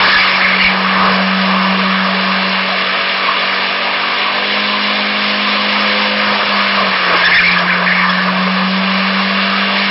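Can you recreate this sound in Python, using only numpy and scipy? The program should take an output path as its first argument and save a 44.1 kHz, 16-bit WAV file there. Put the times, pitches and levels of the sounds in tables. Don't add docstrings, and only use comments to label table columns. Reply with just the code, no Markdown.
import sys
import numpy as np
from scipy import signal
from scipy.io import wavfile
from scipy.ndimage import uniform_filter1d, minimum_filter1d

SR = 44100
rng = np.random.default_rng(int(sys.argv[2]) if len(sys.argv) > 2 else 0)


def to_wav(sig):
    pcm = np.clip(np.atleast_2d(sig), -1, 1) * 32767
    pcm = np.round(pcm).astype(np.int16)
    wavfile.write(sys.argv[1], SR, pcm.T)


N = 436590

# t/s, f/Hz
FIRING_RATE = [(0, 189.5), (.4, 188), (1.0, 189.8), (2.9, 190), (3.7, 192.3), (4.1, 194), (4.6, 205.6),
               (6.28, 205.6), (6.8, 197.5), (7.1, 178.7), (7.62, 179), (8.77, 189.7), (9.9, 198.3)]
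# t/s, heading/degrees
HEADING = [(0, -17), (.5, -7), (1.5, 83), (2.5, 143.5), (3.25, 170.5), (4.5, 188), (5.5, 203), (6.4, 266),
           (7.4, 370.5), (8.3, 449), (9.9, 525)]
# t/s, level/dB
BOOM_LEVEL = [(0, -25), (.22, -31), (.6, -21.5), (1.35, -16.5), (1.76, -16.5), (2.5, -21.5), (3.0, -34.5),
              (3.7, -33.5), (4.15, -38), (4.6, -26), (5.6, -24), (6.9, -22.5), (7.06, -30.5), (7.36, -27.5),
              (7.56, -22.5), (8.08, -21), (8.41, -16.5), (8.8, -16.5), (9.9, -22.5)]
# t/s, depth/dB
BOOM_DIPS = [(6.42, 9), (6.69, 4.5), (6.972, 6)]
# multiple of firing rate, level off beam/dB, gain on beam/dB, beam heading/degrees, half-width/degrees
OVERTONES = [(.5, -59.5, 7.5, 270, 68), (.75, -58, 4, 330, 44), (1.25, -45, 5.5, 195, 36),
             (1.5, -45.5, 4.5, 210, 70), (1.75, -60, 5, 300, 60), (2, -45.5, 5, 220, 80),
             (2.25, -51.5, 12, 160, 60), (2.5, -45, 14, 255, 100), (2.75, -47.5, 12, 260, 40),
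             (3, -38.5, 4.5, 140, 160), (3.25, -51.5, 7.5, 90, 40), (3.5, -43.5, 10.5, 150, 30),
             (3.75, -48, 12.5, 185, 21), (4, -46, 4, 100, 26), (4.5, -48.5, 15, 244, 51),
             (5, -40, 8, 210, 45)]
WHINE_BEAM = (-43, 12, 145, 40)
# t/s, level/dB
GROWL_LEVEL = [(0, -7.5), (.25, -15), (.65, -15.5), (.9, -16.5), (1.08, -11.5), (1.3, -18), (1.6, -17.5),
               (2.8, -20.5), (4.1, -21.5), (4.55, -20), (5.1, -22.5), (5.85, -18), (6.22, -21.5),
               (6.32, -15), (6.7, -19), (6.85, -13), (6.98, -20.5), (7.12, -12.5), (7.8, -16.5),
               (8.36, -16.5), (8.6, -20), (9.13, -20.5), (9.7, -19), (9.9, -24)]
# t/s, level/dB
ROAR_LEVEL = [(0, -11), (.25, -15), (.5, -17.5), (1.0, -17.5), (2.2, -18.5), (2.8, -18), (5.1, -19.5),
              (6.3, -18), (6.9, -16), (7.1, -14), (7.3, -15.5), (7.5, -16), (7.65, -19), (8.1, -19.5),
              (8.7, -19.5), (9.5, -18.5), (9.9, -18)]
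# f/Hz, level/dB per Hz
GROWL_SPECTRUM = [(60, -38.5), (150, -13), (300, -8.5), (500, -8), (800, -0.5), (1100, 2), (1500, 1.5),
                  (2200, -27.5)]
SCRUB_SPECTRUM = [(900, -24.5), (1400, 1.5), (1700, -3.5), (2300, 0), (2900, -8.5), (4000, -16)]
RASP_SPECTRUM = [(2000, -5.5), (2700, -7.5), (3400, -5), (4500, -20)]
HISS_SPECTRUM = [(3000, -10), (3900, -2.5), (4600, -4), (5600, -4)]
# level off beam/dB, gain on beam/dB, beam heading/degrees, half-width/degrees
RASP_BEAM = (-7, 3.5, 169, 81.5)
# t of full height/s, f/Hz, level/dB, hold/s
SHRIEKS = [(.025, 1720, -12.5, 0.029), (.09, 1734, -11, 0.073), (0.189, 2295, -14, 0.049),
           (0.279, 2283, -16, 0.088), (0.394, 1733, -20, 0.16), (0.402, 2142, -15.5, 0.1656),
           (0.594, 2280, -12, .05), (0.647, 2250, -9, .025), (0.689, 2190, -17, 0.028),
           (7.164, 1620, -17.5, 0.065), (7.243, 1720, -10.5, .03), (7.241, 2140, -25, .015),
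           (7.304, 1750, -16.5, .035), (7.322, 2112, -12.5, .028), (7.34, 1788, -6.5, .05),
           (7.385, 2243, -8.5, 0.017), (7.393, 1577, -11.5, 0.018), (7.438, 2170, -7, .028),
           (7.479, 2230, -9, .02), (7.479, 1707, -14.5, 0.024), (7.501, 2250, -12, 0.03),
           (7.57, 1700, -14, 0.023), (7.68, 1650, -14.5, 0.078), (7.7, 2170, -14.5, 0.035),
           (7.775, 1600, -19, .05), (7.866, 1772, -14.5, 0.044), (7.869, 2100, -15, 0.07),
           (7.948, 2194, -16.5, .08), (7.95, 1706, -19.5, 0.3)]
# t of
# peak/s, f/Hz, level/dB, length/s
BARKS = [(.2, 4800, -20, .06), (.612, 2900, -15, .03), (.655, 2750, -14, .035), (7.26, 3450, -13, .025),
         (7.352, 3520, -11, .016), (7.374, 3580, -9, .014), (7.395, 4600, -16, .012),
         (7.475, 4400, -17, .015), (7.492, 4050, -16, .015), (7.52, 5100, -19, .012),
         (7.59, 3300, -18, .015), (8.1, 3350, -19, .02)]
# f/Hz, width/Hz, depth/0-1
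HOUSING_NOTCHES = [(1385, 120, .5), (3750, 150, .45), (5120, 200, .3)]

CRUISE_HZ = 190
DIP_S = 0.051
OVERTONE_DB_PER_HZ = 0.1164
WHINE_MULTIPLE = 14.2
GROWL_YIELDS_DB = 15
HISS_JOINS_DB = 11.5
RASP_DB_PER_HZ, HISS_DB_PER_HZ = 0.28, 0.14
HISS_DB = -7.5
SHRIEK_ATTACK_S, SHRIEK_RELEASE_S = .01, .016
SECOND_TYRE_HZ = 1950
BARK_FIFTH_DB = -5
GROUND_LAG_S, GROUND_DB, GROUND_CUT_HZ = 0.0016856, -8, 1860
LIMIT = .7
CUTOFF_HZ = 5440


def engine():
    (firing_hz,), (boom_db,), (heading,) = in_time(FIRING_RATE), in_time(BOOM_LEVEL), in_time(HEADING)
    t = np.arange(N) / SR
    phase = 2 * np.pi * np.cumsum(firing_hz * (1 + .001 * drift(8))) / SR
    dips_db = sum(depth * np.exp(-((t - s) / DIP_S) ** 2) for s, depth in BOOM_DIPS)
    tones = [(1, boom_db - dips_db)]
    revs_db = OVERTONE_DB_PER_HZ * (firing_hz - CRUISE_HZ)
    for multiple, *beam in OVERTONES:
        tones.append((multiple, beamed(heading, *beam) + revs_db))
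    out = whine(phase, heading)
    for multiple, level_db in tones:
        waver_depth_db = .55 * multiple + 1.0 * (multiple != 1)
        gain = from_db(level_db + waver_depth_db * drift(11.0))
        out = out + gain * np.sin(multiple * phase + rng.uniform(0, 7))
    return np.sqrt(2) * out, phase


def whine(phase, heading):
    level_db = beamed(heading, *WHINE_BEAM) + 1.7 * drift(7.6)
    return from_db(level_db) * np.sin(WHINE_MULTIPLE * phase)


def tread(phase, singing):
    (growl_db,), (roar_db,), (firing_hz,) = in_time(GROWL_LEVEL), in_time(ROAR_LEVEL), in_time(FIRING_RATE)
    (heading,) = in_time(HEADING)
    faster_hz = firing_hz - CRUISE_HZ
    pulse = 1 + .06 * np.cos(phase) + .05 * np.cos(phase / 4)
    judder = from_db(0.5 * drift(9.8))
    growl = from_db(growl_db - GROWL_YIELDS_DB * singing) * rubbing(GROWL_SPECTRUM, patchy_db=2.5)
    scrub = rubbing(SCRUB_SPECTRUM, patchy_db=0.6)
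    rasp_db = beamed(heading, *RASP_BEAM) + RASP_DB_PER_HZ * faster_hz
    rasp = from_db(rasp_db) * rubbing(RASP_SPECTRUM, patchy_db=1.0)
    hiss = from_db(HISS_DB + HISS_DB_PER_HZ * faster_hz) * rubbing(HISS_SPECTRUM, patchy_db=1.4)
    bright = from_db(HISS_JOINS_DB * singing) * (rasp + hiss)
    roar = judder * from_db(roar_db) * (scrub + bright)
    return pulse * (growl + roar)


def rubbing(spectrum, patchy_db):
    hz, level_db = np.transpose(spectrum)
    edges = hz[0] * 2 ** np.arange(0, np.log2(hz[-1] / hz[0]) + .3, 1 / 3)
    white = rng.standard_normal((2, N))
    out = 0
    for k, (low, high) in enumerate(zip(edges, edges[1:])):
        bandpass = signal.butter(2, [low, high], "band", fs=SR, output="sos")
        band = signal.sosfilt(bandpass, white[k % 2])
        log_centre = np.log(low * high) / 2
        band_db = np.interp(log_centre, np.log(hz), level_db)
        out = out + band * from_db(band_db + patchy_db * drift(7.2))
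    return rms_one(out)


def shrieks():
    out, singing, t = np.zeros(N), np.zeros(N), np.arange(N) / SR
    for second in (False, True):
        height, pitch_hz = np.zeros(N), np.zeros(N)
        for s, hz, db, hold in SHRIEKS:
            if (hz > SECOND_TYRE_HZ) == second:
                rise = np.clip((t - s) / SHRIEK_ATTACK_S + 1, 0, 1)
                fall = np.exp(-np.maximum(t - s - hold, 0) / SHRIEK_RELEASE_S)
                shape = from_db(db) * rise * fall
                pitch_hz = np.where(shape > height, hz, pitch_hz)
                height = np.maximum(shape, height)
        glide_hz = uniform_filter1d(pitch_hz, size=600)
        out += height * jittery_tone(glide_hz, wander=.035, jitter=.08, flutter_db=3.5)
        singing = np.maximum(singing, height)
    return out + barks(), singing


def barks():
    t = np.arange(N) / SR
    s, pitch_hz, level_db, length = np.transpose(BARKS)
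    nearest = np.searchsorted((s[1:] + s[:-1]) / 2, t)
    flash = from_db(level_db[nearest]) * np.exp(-(2 * (t - s[nearest]) / length[nearest]) ** 2)
    out = np.zeros(N)
    for ratio, db in ((1, 0), (1.5, BARK_FIFTH_DB)):
        tone = jittery_tone(ratio * pitch_hz[nearest], wander=.012, jitter=.035, flutter_db=1.5)
        out += flash * from_db(db) * tone
    return out


def jittery_tone(pitch_hz, wander, jitter, flutter_db):
    uneven_hz = pitch_hz * (1 + wander * drift(30) + jitter * drift(300))
    phase = 2 * np.pi * np.cumsum(uneven_hz) / SR
    return rms_one(np.sin(phase) * from_db(flutter_db * drift(80)))


def ground_echo(tyres):
    sample = np.arange(N)
    late = np.interp(sample - GROUND_LAG_S * SR, sample, tyres)
    dull = signal.sosfilt(signal.butter(1, GROUND_CUT_HZ, fs=SR, output="sos"), late)
    return from_db(GROUND_DB) * dull


def beamed(heading, db, gain_db, towards, half_width):
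    off = (heading - towards + 180) % 360 - 180
    return db + gain_db * np.exp(-(off / half_width) ** 2)


def drift(pole_hz):
    r = np.exp(-16 * np.pi * pole_hz / SR)
    noise = rng.standard_normal(N // 8 + 4002)
    slow = signal.lfilter([1], [1, -2 * r, r * r], noise)[4000:]
    return np.interp(np.arange(N) / 8, np.arange(len(slow)), rms_one(slow))


def in_time(rows):
    s, *columns = np.transpose(rows)
    return [np.interp(np.arange(N) / SR, s, c) for c in columns]


def from_db(db):
    return 10 ** (np.asarray(db) / 20)


def rms_one(x):
    return x / np.sqrt(np.mean(x ** 2) + 1e-20)


def scene():
    exhaust, phase = engine()
    song, singing = shrieks()
    tyres = tread(phase, singing) + song
    return (exhaust + tyres + ground_echo(tyres))[None]


def record(dry):
    for hz, width, depth in HOUSING_NOTCHES:
        dry = dry - depth * signal.lfilter(*signal.iirpeak(hz, hz / width, fs=SR), dry)
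    leak = np.minimum(np.abs(dry), .9) ** 5
    rumble = signal.sosfilt(signal.butter(1, [30, 130], "band", fs=SR, output="sos"), leak)
    peak_gain = minimum_filter1d(LIMIT / np.maximum(np.abs(dry), LIMIT), size=21)
    held = dry * uniform_filter1d(peak_gain, size=21) + from_db(-10) * rumble
    return signal.sosfilt(signal.ellip(16, .5, 95, CUTOFF_HZ, fs=SR, output="sos"), held)


dry = scene()
out = record(dry)
to_wav(out)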